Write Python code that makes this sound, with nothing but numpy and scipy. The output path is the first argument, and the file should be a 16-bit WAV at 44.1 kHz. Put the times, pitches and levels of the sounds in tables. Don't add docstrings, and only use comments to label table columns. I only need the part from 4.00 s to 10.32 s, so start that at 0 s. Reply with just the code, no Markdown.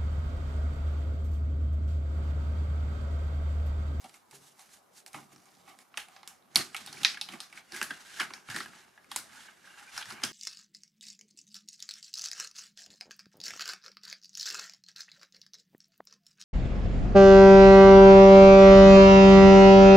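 import sys
import numpy as np
from scipy import signal
from scipy.fft import rfft, irfft, next_fast_len
from scipy.io import wavfile
from scipy.ndimage import uniform_filter1d, map_coordinates

SR = 44100
rng = np.random.default_rng(int(sys.argv[2]) if len(sys.argv) > 2 else 0)


def decibels_to_gain(level_db):
    exponent = np.asarray(level_db, float) / 20
    return 10 ** exponent


def log_audio(samples):
    frames = np.atleast_2d(samples).T
    limited = np.clip(frames, -1, 1)
    pcm = np.round(limited * 32767).astype(np.int16)
    wavfile.write(sys.argv[1], SR, pcm)


N = 278712

# time_s, left_minus_right_db
PACK_PAN = [(0, -2), (1.9, -3), (3.45, -2.5), (3.7, -0.6), (5.4, -1.8), (6.32, -0.5)]
# freq_hz, level_db
SKIN_COLOUR = [(880, -22.5), (1500, -2.5), (2600, -9), (2820, -6), (3060, -8), (3310, -9), (3550, -6.5),
               (10200, -11), (14900, -28), (16500, -52.5)]
# freq_hz, width_hz, level_db
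TABLE_MODES = [(86.3, 72, -8), (149, 12, 1), (178.2, 18.8, 1), (234.7, 73, -1), (380, 45.6, -1.5),
               (676, 56, -5.5)]
# freq_hz, level_db
EDGE_FIZZ = [(5000, 8.5), (6800, -4.5), (9500, -1), (12000, -14.5), (15000, -36), (17000, -31.5)]
# delay_s, level_db
REFLECTIONS = [(.0035, -9.5), (.0056, -27.5), (.0095, -22), (0.0116, -20.5), (0.027, -26)]
# freq_hz, t60_s
ROOM_DECAY = [(150, 0.28), (400, 0.29), (1000, 0.28), (2800, 0.22), (7000, 0.27), (14000, 0.2)]
# freq_hz, level_db
ROOM_TONE = [(15, -32.5), (25, -11), (87, -13), (238, -4), (470, -5.5), (600, -4), (1090, -4), (1250, -4),
             (2040, -17.5), (8140, -27.5), (10100, -18.5), (15400, -28), (16500, -48)]
# freq_hz, likeness
EAR_LIKENESS = [(60, -2), (180, -5), (550, 0.37), (1650, 0.6), (4970, 0.74), (15000, 1)]
# freq_hz, width_hz, level_db
SHUT_SHELL = [(778, 69, 3), (1208, 187, -0.5), (1588, 1550, -10.5), (2250, 153, -3), (2900, 1500, -20.5)]
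# freq_hz, width_hz, level_db
OPEN_SHELL = [(823, 145, -4.5), (1250, 370, -6.5), (1640, 250, -3), (2200, 200, -6.5), (2790, 560, -11)]
# freq_hz, level_db
MIC_COLOUR = [(27, -10.5), (58, -3), (150, -3), (4500, -1.5), (6600, 0), (9500, -2.5), (13000, 0.5),
              (15000, -2.5), (16500, -20)]
# start_s, peak_db, crack_hz, drum_db, knock_db
SHELL_SHOVES = [(0.041, -42.5, 3200, -8, -8.5), (0.3288, -59, 2200, 8, -13), (1.1431, -40, 2200, 2.5, -1.5),
                (1.677, -56, 2470, 1, 2.5), (3.3344, -40, 2490, 0, -1), (3.7446, -36, 2230, -20, -16),
                (3.825, -32.5, 2400, -10, -39), (3.9058, -36, 3130, 2.5, -10),
                (4.1975, -26.5, 4230, -4, -15.5), (4.2034, -28, 2270, 0, -16), (4.543, -37.5, 4900, 1, 0),
                (4.5604, -33.5, 4000, 2.5, -10), (4.601, -32.5, 3570, -1.5, -10.5),
                (5.484, -63.5, 3650, 4, -25.5), (5.673, -62, 2350, 10, -22), (5.9632, -38.5, 2440, 0, -42),
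                (5.976, -30.5, 4900, -0.5, -42), (6.01, -36.5, 3250, 0, -38), (6.102, -36, 4500, -10, -19)]
# start_s, end_s, slips_per_s, peak_db, pitch_hz
SEAM_CREAK = (1.34, 1.7, 60, -56, 5100)
# start_s, peak_db, crack_hz, fizz_db, drum_db
SEAM_PICKS = [(.0946, -47.5, 3520, -5, -8), (.1422, -48, 2170, 0, -9), (.3115, -53, 2260, 5, -4),
              (.5935, -56, 2260, 5, 2.5), (.6908, -57.5, 5700, -9, 1), (1.063, -45.5, 2250, 3, -6.5),
              (1.1315, -54, 5000, 9, -9), (1.361, -47.5, 5340, -6.5, -5), (1.7886, -55, 2260, 5, 3.5),
              (2.085, -47.5, 2400, -5, -2), (1.941, -44.5, 2900, -46, -2), (1.9733, -20.5, 2840, -13, -15),
              (1.9768, -23.5, 2360, -11, -9.5), (2.164, -40.5, 4400, -28, -4),
              (2.231, -41.5, 4300, -16, -2.5), (2.2758, -33.5, 5160, -3, -16)]
# start_s, peak_db, crack_hz, fizz_db, drum_db
WELD_SNAPS = [(2.5478, -38, 5740, -12, -12), (2.5577, -15, 4500, -5, -18), (2.5584, -11, 3000, -33.5, -16),
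              (2.5584, -20, 7900, -15, -10), (2.7463, -25, 2250, -13, -10), (2.7655, -22.5, 3100, -14, -31),
              (2.8625, -35.5, 8200, -4, -22), (2.8735, -32, 3700, -20, -12), (2.9283, -32, 4400, -10, -15),
              (3.033, -23.5, 3120, -10.5, -15), (3.0483, -1.5, 3930, -29, -30),
              (3.0488, -8.5, 2180, -36.5, -41), (3.1443, -30.5, 2210, -31, -16),
              (3.174, -36, 2200, -14, -7.5), (3.213, -18, 3900, -14.5, -24.5),
              (3.2883, -30, 3120, -13, -12.5), (3.4036, -23.5, 4000, -14, -18.5),
              (3.5271, -37, 2250, -13, -10), (3.575, -34.5, 2350, -26, -10.5)]
# start_s, peak_db, crack_hz, fizz_db, drum_db
LID_BUCKLES = [(3.7635, -38, 2400, 1, -19), (3.8285, -34.5, 4220, 6, -12), (3.8419, -41, 3050, 2, -7),
               (4.3367, -27, 4900, -11, -10), (4.5007, -31.5, 3860, -7, -9),
               (4.9769, -55.5, 2260, -38.5, 9.5), (5.0442, -55, 2200, -8, 3.5),
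               (5.116, -29, 3250, -7.5, -6.5), (5.1614, -34.5, 2190, 10, -2), (5.1614, -24, 3680, -7, -33),
               (6.0259, -28, 3300, -28, -15), (6.0562, -35.5, 4900, -13, -6), (6.219, -38, 2280, -13, -3),
               (6.232, -36.5, 2330, -16, 5), (6.2358, -18.5, 4900, -8.5, -15),
               (6.2378, -19.5, 3200, -21, -8.5), (6.25, -31, 3000, -2, -4)]
# start_s, peak_db, crack_hz, fizz_db, drum_db
FOLD_TICKS = [
    (4.5628, -30.5, 3700, -5, -20),
    (4.5445, -37, 3900, -14, -20),
    (4.2, -37, 4200, -10, -13),
    (4.6605, -52, 6000, 2, -18),
]
# start_s, peak_db, crack_hz, drum_db, knock_db
EDGE_TAPS = [(0.353, -45, 5000, -12, -24), (2.5587, -32.5, 4300, -21, 1), (3.3235, -38, 2480, -12, -9),
             (3.7215, -33.5, 4100, -11, -18), (3.77, -37, 2790, -14, -18), (3.8145, -25, 2670, -4, -14),
             (4.3055, -54, 2250, 13, 3.5), (4.4866, -50, 2250, 13, 4.5), (4.659, -48, 2440, 7, -3),
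             (6.1228, -38, 4800, -12, -6), (6.2355, -36.5, 4800, -14, -2)]
# peak_s, rub_db, drum_db, swell_s, fade_s
SHUT_STROKES = [(.06, -59.5, -52.5, 0.15, 0.086), (.16, -62, -61, .1, 0.08),
                (.35, -57, -56.5, 0.059, 0.085), (.47, -60, -64, 0.19, 0.13), (.61, -56, -55.5, 0.051, 0.1),
                (.74, -55, -62, 0.06, 0.066), (.98, -54, -65, 0.051, 0.054), (1.08, -53, -58, 0.017, 0.019),
                (1.33, -64, -54.5, 0.057, 0.033), (1.47, -70.5, -58.5, 0.21, 0.54),
                (1.69, -64.5, -50.5, 0.068, 0.14), (1.81, -63, -56, 0.063, 0.055),
                (2.17, -64.5, -52, 0.27, 0.11), (3.02, -49, -48.5, 0.38, 0.22),
                (3.33, -52, -47, 0.13, 0.13), (3.58, -53, -53.5, 0.1, 0.055)]
# peak_s, rub_db, drum_db, swell_s, fade_s
OPEN_STROKES = [(3.759, -45, -41.5, 0.061, 0.27), (3.87, -63, -67, .1, 0.17),
                (4.17, -50, -52.5, 0.51, 0.28), (4.36, -67, -49.5, 0.16, 0.16),
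                (4.511, -46, -40.5, 0.05, 0.12), (4.57, -42.5, -52, 0.062, .14),
                (4.75, -58.5, -52, 0.19, 0.28), (5.401, -53.5, -51, 0.34, 0.23),
                (5.49, -72, -50, 0.12, 0.068), (5.67, -60, -57, 0.16, 0.3), (5.8, -57, -51, 0.2, 0.36),
                (5.98, -42.5, -45.5, 0.096, 0.1), (6.11, -47, -42.5, 0.081, 0.076),
                (6.18, -63, -46, 0.15, 0.45)]
# peak_s, rub_db, drum_db, fade_s
SHEET_SETTLING = [(1.155, -54, -45, 0.12), (2.002, -47.5, -61, 0.062), (2.29, -59, -49.5, 0.1),
                  (2.592, -37.5, -44.5, 0.094), (2.768, -48, -51, 0.15), (3.099, -46.5, -52, 0.1),
                  (3.419, -54, -54, 0.13), (4.217, -36.5, -28.5, 0.043), (5.13, -49, -60.5, 0.067),
                  (5.18, -47.5, -63, 0.078), (6.249, -42, -46, 0.065)]
# peak_s, rumble_db, swell_s, fade_s
TABLE_DRAGS = [(.05, -55, 0.084, 0.15), (.35, -58.5, 0.049, 0.24), (1.18, -45, 0.044, 0.08),
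               (1.34, -57.5, 0.12, .25), (1.71, -58, 0.41, 0.17), (1.99, -63, .1, 0.64),
               (2.6, -36, 0.048, 0.053), (2.65, -54.5, .05, 0.44), (3.03, -47.5, 0.38, 0.15),
               (3.17, -52, 0.14, 0.13), (3.34, -51, 0.13, 0.036), (3.59, -57.5, 0.28, 0.08),
               (3.73, -56, 0.042, .09), (3.82, -52, 0.045, 0.09), (3.91, -48, .04, 0.094),
               (4.29, -49.5, 0.3, 0.17), (4.58, -49.5, 0.16, 0.35), (5.17, -59, 0.23, 0.98),
               (6.13, -55, 0.32, 0.34), (6.25, -43.5, 0.064, 0.12)]
# start_s, peak_db
HUM_KNOCKS = [
    (.33, -58.5),
    (1.143, -53),
    (1.329, -68),
    (4.487, -50.5),
]
# start_s, peak_db, pitch_hz, t60_s
SHUT_POPS = [(.043, -41.5, 767, 0.1), (.1425, -51, 2200, 0.033), (.312, -54, 2200, 0.033),
             (.327, -50, 853, 0.047), (.335, -52, 402.4, 0.19), (2.017, -42, 2780, .02),
             (3.2162, -26, 3900, .008), (2.9315, -34, 4500, .008), (2.425, -55, 4030, .004),
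             (2.515, -57.5, 3200, .006), (2.5585, -21.5, 1186, 0.014), (2.5625, -12.5, 4560, 0.01),
             (2.564, -20.5, 2245, 0.017), (2.572, -17, 10800, .004), (2.5722, -22, 7800, .004),
             (2.5915, -27, 4240, .02), (2.6145, -33, 4220, 0.025), (2.7497, -32, 2280, .025),
             (2.874, -41, 3710, 0.083), (2.971, -38.5, 2300, 0.02), (3.172, -31.5, 1670, 0.024),
             (3.146, -45, 1390, .02), (3.05, -25.5, 1600, .025), (.596, -57, 823, .12),
             (3.05, -30.5, 1280, 0.036), (1.066, -50, 2200, .02), (1.067, -58, 910, .06),
             (1.133, -49, 6400, .025), (1.139, -44, 2200, .03), (1.1455, -37, 817, 0.053),
             (1.153, -39, 2110, 0.023), (1.999, -40, 3030, .03), (3.0328, -31, 6700, .006),
             (3.053, -23, 1896, 0.026), (3.064, -31, 5000, 0.018), (2.5581, -10, 4370, .012),
             (2.5577, -12, 9300, .009), (2.5577, -18, 11500, .006), (3.0484, -21, 5700, .006),
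             (3.0516, -32, 9700, .008), (3.0365, -29, 2700, .01), (1.15, -48, 300, 0.22),
             (1.33, -60, 298, .2)]
# start_s, peak_db, pitch_hz, t60_s
OPEN_POPS = [(3.717, -48.5, 796, .08), (3.724, -45, 353, 0.15), (3.741, -38, 1640, 0.025),
             (3.749, -33.5, 1640, 0.03), (3.762, -36, 2030, 0.026), (3.772, -36, 1600, .025),
             (3.8148, -18.5, 1480, 0.005), (3.815, -32, 2820, .01), (3.8253, -24, 1640, 0.026),
             (3.844, -42, 1600, 0.034), (3.861, -45, 1630, 0.028), (3.901, -44, 1740, 0.019),
             (3.9058, -27.5, 1600, 0.03), (3.908, -34.5, 3280, .02), (3.91, -41, 282, 0.041),
             (4.634, -41, 1600, 0.025), (4.491, -49.5, 110, .2), (4.501, -34, 1657, 0.045),
             (4.513, -38, 1760, 0.028), (4.522, -41, 1630, 0.027), (4.536, -42, 1600, .02),
             (4.5463, -34, 1640, .018), (4.5538, -32, 1940, .02), (4.5634, -23.5, 1750, 0.009),
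             (4.5728, -36, 1770, .03), (4.587, -34, 1920, 0.014), (4.605, -27.5, 1350, 0.021),
             (4.611, -32.5, 1980, .02), (4.6589, -36.5, 1650, 0.018), (5.1137, -37, 3500, .006),
             (5.1162, -39, 1115, .015), (5.1609, -31, 980, 0.014), (5.162, -32.5, 1980, 0.011),
             (4.1964, -26, 1780, 0.018), (4.2, -24, 1250, .02), (4.203, -23.5, 1354, 0.022),
             (4.2066, -24, 2030, .012), (4.213, -27, 2310, .03), (4.228, -30, 1600, 0.017),
             (4.2002, -23, 3200, .008), (4.2003, -27, 5000, .006), (4.3054, -37.5, 1100, 0.01),
             (3.9117, -28.5, 1640, 0.026)]
# start_s, peak_db, pitch_hz, t60_s
TRAY_POPS = [(5.3226, -50, 2000, .03), (5.329, -55, 1420, 0.056), (5.3694, -48, 1476, .07),
             (5.405, -52, 3270, .05), (5.447, -47, 1660, .025), (5.484, -44.5, 1557, 0.051),
             (5.6428, -50, 1670, 0.057), (5.6736, -42.5, 1620, .04), (5.7072, -49, 1600, .05),
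             (5.7403, -47, 1620, .05), (5.7, -57, 2790, .3), (5.785, -54, 2770, .08),
             (5.775, -48, 1620, .15), (5.826, -45, 1440, 0.022), (5.875, -51, 2400, 0.19),
             (5.89, -49, 1600, .05), (5.92, -50, 2780, .08), (5.949, -63, 110, .2), (6.08, -52, 130, .2),
             (6.241, -54, 99, 0.16), (5.9776, -26.5, 5380, 0.007), (6.013, -35, 1570, 0.032),
             (6.109, -37, 1400, 0.017), (6.126, -41, 4970, 0.014), (6.242, -27, 1554, 0.016),
             (6.2883, -40, 3150, 0.018), (6.2972, -41, 3150, .025), (6.29, -44, 1600, 0.014),
             (6.2358, -18, 4950, .016), (6.237, -21, 3130, 0.017), (6.2377, -24.5, 6300, .012)]

LOOSE_S, OPENS_S = 1.9, 3.65
ROOM_TONE_DB = -64
REST_RUB_DB, REST_DRUM_DB, REST_RUMBLE_DB = -81, -69.5, -69.5
BRIGHT_DB, DULL_DB = 2.5, -2
SETTLE_SWELL_S = 0.041
SHOVE_RISE_S, SHOVE_FIZZ_DB, TAP_FIZZ_DB = 0.00319, -11.5, -7
KNOCK_DB, KNOCK_SLOPE = -51, -0.041
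POP_RISE_CYCLES, POP_ROUGH, POP_ROOM_DB, POP_SPREAD_S = 1.46, 0.46, -10, 0.0074
HUM_HZ, HUM_T60_S = 140.2, 0.64


def unit(x):
    return x / np.sqrt(np.mean(x ** 2) + 1e-20)


def along(points, hz):
    f, v = np.transpose(points)
    return np.interp(np.log(hz + 1), np.log(f + 1), v)


def pack_pan():
    s, balance_db = np.transpose(PACK_PAN)
    pan_db = np.interp(np.arange(N) / SR, s, balance_db)
    return decibels_to_gain(pan_db * np.array([[.5], [-.5]]))


def wobble(rate):
    knots = rng.standard_normal(int(N * rate / SR) + 4)
    return map_coordinates(knots, [np.arange(N) * rate / SR])


def filtered(x, response):
    n = x.shape[-1]
    m = next_fast_len(n + 4096)
    return irfft(rfft(x, m) * response(np.fft.rfftfreq(m, 1 / SR)), m)[..., :n]


def modes(table):
    def response(f):
        total = 0
        for k, (centre, width, db) in enumerate(table):
            damping = 1j * f * width
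            total = total + (-1) ** k * decibels_to_gain(db) * damping / (centre * centre - f * f + damping)
        return total

    return response


def ear_likeness(hz):
    return along(EAR_LIKENESS, hz)


def stereo_noise(colour, alike, patchy_db):
    z = signal.stft(rng.standard_normal((2, N)), nperseg=512)[2]
    field = uniform_filter1d(rng.standard_normal(z.shape[1:]), size=3, axis=0)
    field = uniform_filter1d(field, size=9, axis=1)
    noise = signal.istft(z * decibels_to_gain(patchy_db * unit(field)), nperseg=512)[1][:, :N]

    def mid_side(hz):
        turn = np.arccos(np.clip(alike(hz), -1, 1)) / 2
        return colour(hz) * np.array([np.cos(turn), np.sin(turn)])

    mid, side = filtered(noise, mid_side)
    return unit(np.array([mid + side, mid - side]))


def room_tail():
    n = SR // 4
    hz, t, z = signal.stft(rng.standard_normal((2, n)), SR, nperseg=256)
    decay = decibels_to_gain(-60 * t / along(ROOM_DECAY, hz)[:, None])
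    tail = signal.istft(z * decay, SR, nperseg=256)[1][:, :n]
    tail = tail * (1 - np.exp(-np.arange(n) / SR / 0.001))
    mid, side = tail / np.linalg.norm(tail[0])
    return np.array([mid + 0.5 * side, mid - 0.45 * side])


def room_tone():
    colour = lambda hz: decibels_to_gain(along(ROOM_TONE, hz))
    return decibels_to_gain(ROOM_TONE_DB - 0.5) * stereo_noise(colour, lambda hz: 0.063 + 0 * hz, patchy_db=2.5)


def strokes(rows, rest_db):
    t, power = np.arange(N) / SR, decibels_to_gain(2 * rest_db)
    for s, db, swell, fade in rows:
        drop_db = 20 * np.maximum((s - t) / swell, (t - s) / fade)
        power = power + decibels_to_gain(2 * (db - drop_db))
    return np.sqrt(power)


def micro_slips(rate, spread_db):
    size = np.minimum(rng.exponential(size=N), 3)
    return (rng.random(N) < rate / SR) * rng.choice([-1, 1], N) * decibels_to_gain(spread_db * size)


def rubbing(tilt_db):
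    skin = lambda hz: decibels_to_gain(along(SKIN_COLOUR, hz) + tilt_db * np.log2((hz + 1) / 5000))
    slips = unit(filtered(micro_slips(640, 5), skin))
    grip = decibels_to_gain(1.9 * wobble(70))
    return unit(grip * stereo_noise(skin, ear_likeness, patchy_db=2.0) + 0.45 * slips)


def drumming(shell):
    lumps = unit(filtered(micro_slips(350, 4.8), modes(shell)))
    press = decibels_to_gain(2.5 * wobble(45))
    return unit(press * stereo_noise(modes(shell), ear_likeness, patchy_db=4.5) + 0.78 * lumps)


def dragging():
    table = lambda hz: modes(TABLE_MODES)(hz) * modes([(260, 600, 0)])(hz)
    rumble = stereo_noise(table, lambda hz: .65 + 0 * hz, patchy_db=3)
    return decibels_to_gain(-4.0) * strokes(TABLE_DRAGS, REST_RUMBLE_DB) * rumble


def hands():
    settling = [(s, rub, drum, SETTLE_SWELL_S, fade) for s, rub, drum, fade in SHEET_SETTLING]
    moves = [*SHUT_STROKES, *OPEN_STROKES, *settling]
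    sliding = strokes([(s, rub, *shape) for s, rub, drum, *shape in moves], REST_RUB_DB)
    bending = strokes([(s, drum, *shape) for s, rub, drum, *shape in moves], REST_DRUM_DB)
    t = np.arange(N)
    rub = np.where(t < LOOSE_S * SR, rubbing(BRIGHT_DB), rubbing(DULL_DB))
    drum = np.where(t < OPENS_S * SR, drumming(SHUT_SHELL), drumming(OPEN_SHELL))
    touch = decibels_to_gain(3.0) * sliding * rub + decibels_to_gain(-3.5) * bending * drum
    return pack_pan() * touch + dragging()


def snap(s, rise, hz, fizz_db, drum_db, knock_db):
    t = np.arange(SR // 8) / SR

    def ring(t60, rough, *bodies):
        jolt = np.double(t == 0)
        fractures = rng.standard_normal(len(t)) * decibels_to_gain(-60 * t / (t60 + 6 * rise))
        if rise:
            direct = fractures * (t / rise).clip(0, 1) ** 2
        else:
            direct = jolt + rough * fractures
        both = np.array([direct, jolt])
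        for body in bodies:
            both = filtered(both, body)
        both[1] *= np.linalg.norm(both[0]) / np.linalg.norm(both[1])
        return both / np.max(np.abs(both[0]))

    fold = [(.66 * hz, .25 * hz, -13), (hz, .22 * hz, 0), (1.38 * hz, .4 * hz, -8)]
    crack = ring(0.013, 0.12, modes(fold), modes([(hz, 3.7 * hz, 0)]), modes([(hz, 5.0 * hz, 0)]))
    flaps = [(hz * decibels_to_gain(db), 90, 0) for db in np.sort([0, *rng.normal(0, 2.5, 3)])]
    crack += decibels_to_gain(-17) * ring(.003, 0.15, modes(flaps), modes([(hz, 1.2 * hz, 0)]))
    fizz = ring(0.0065, 0.71, modes([(10100, 5500, 0)]), lambda f: decibels_to_gain(along(EDGE_FIZZ, f)))
    shell = SHUT_SHELL if s < OPENS_S else OPEN_SHELL
    shell = [(c * decibels_to_gain(rng.normal(0, 0.44)), w, db + rng.normal(0, 1.9)) for c, w, db in shell]
    drum = ring(0.012, 1.0, modes(shell), modes([(1600, 1500, 0)]))
    knock = ring(0.075, 0.38, modes(TABLE_MODES), modes([(290, 390, 0)]), modes([(299, 1100, 0)]))
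    sheet = crack + decibels_to_gain(fizz_db + 10.0) * fizz
    return sheet + decibels_to_gain(drum_db + 4.5) * drum + decibels_to_gain(knock_db - 0.4) * knock


def snap_rows():
    rows = []
    for row in [*SEAM_PICKS, *WELD_SNAPS, *LID_BUCKLES]:
        rows.append((0, *row, KNOCK_DB + KNOCK_SLOPE * row[1]))
    rows += [(0, *row) for row in creak()]
    rows += [(0, s, db, hz, TAP_FIZZ_DB, *body) for s, db, hz, *body in EDGE_TAPS]
    rows += [(SHOVE_RISE_S, s, db, hz, SHOVE_FIZZ_DB, *body) for s, db, hz, *body in SHELL_SHOVES]
    rows += [(0, *row, KNOCK_DB) for row in FOLD_TICKS]
    return rows


def snaps():
    out, pan = np.zeros((2, N + SR)), pack_pan()
    for rise, s, db, *colour in snap_rows():
        at = round((s - 0.3627 * rise) * SR)
        direct, diffuse = snap(s, rise, *colour)
        path = np.zeros((2, SR // 4))
        path[:, 0] = pan[:, at]
        for delay, echo_db in REFLECTIONS:
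            tap = round(delay * SR) + rng.integers(0, 12)
            path[:, tap] += decibels_to_gain(echo_db + rng.normal(0, 1.4) + rng.normal(0, 2.0, 2))
        heard = signal.fftconvolve(direct[None], path, axes=1)
        heard += decibels_to_gain(-5.0) * signal.fftconvolve(diffuse[None], room_tail(), axes=1)
        out[:, at:at + heard.shape[1]] += decibels_to_gain(db) * heard
    return out[:, :N]


def pops():
    out, pan = np.zeros((2, N + SR)), pack_pan()
    t = np.arange(SR // 5) / SR
    for s, db, hz, t60 in [*SHUT_POPS, *OPEN_POPS, *TRAY_POPS]:
        at = round(s * SR)
        flutter = unit(uniform_filter1d(rng.standard_normal(len(t)), size=int(2 * SR / hz)))
        envelope = decibels_to_gain(-60 * t / t60) * (1 - np.exp(-t * hz / POP_RISE_CYCLES))
        note = np.sin(2 * np.pi * hz * t + POP_ROUGH * flutter) * envelope
        note = filtered(note, modes([(hz, 2 * hz, 0)]))
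        note = note / np.max(np.abs(note))
        spread = note * decibels_to_gain(-60 * t / POP_SPREAD_S)
        spread *= np.linalg.norm(note) / np.linalg.norm(spread)
        heard = decibels_to_gain(POP_ROOM_DB) * signal.fftconvolve(spread[None], room_tail(), axes=1)
        heard[:, :len(t)] += note * pan[:, at, None]
        out[:, at:at + heard.shape[1]] += decibels_to_gain(db) * heard
    return out[:, :N]


def hum():
    s, peak_db = np.transpose(HUM_KNOCKS)
    t = np.arange(N) / SR - s[:, None]
    ring = (t > 0) * np.sin(2 * np.pi * HUM_HZ * t) * decibels_to_gain(-60 * abs(t) / HUM_T60_S)
    return decibels_to_gain(peak_db) @ ring


def creak():
    start, end, rate, db, hz = SEAM_CREAK
    rows = []
    for s in np.arange(start, end, 1 / rate):
        late, louder, higher = rng.standard_normal(3)
        rows.append((s + 0.0098 * late, db + 3.4 * louder, hz * decibels_to_gain(higher), -14, -14, -40))
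    return rows


def scene():
    return room_tone() + hands() + snaps() + pops() + hum()


def roll_off(x):
    return signal.sosfilt(signal.butter(12, 16640, fs=SR, output="sos"), x)


def record(dry):
    mic = lambda hz: decibels_to_gain(along(MIC_COLOUR, hz)) * (hz < 16600)
    return roll_off(filtered(dry, mic))


dry = scene()
out = record(dry)
log_audio(out)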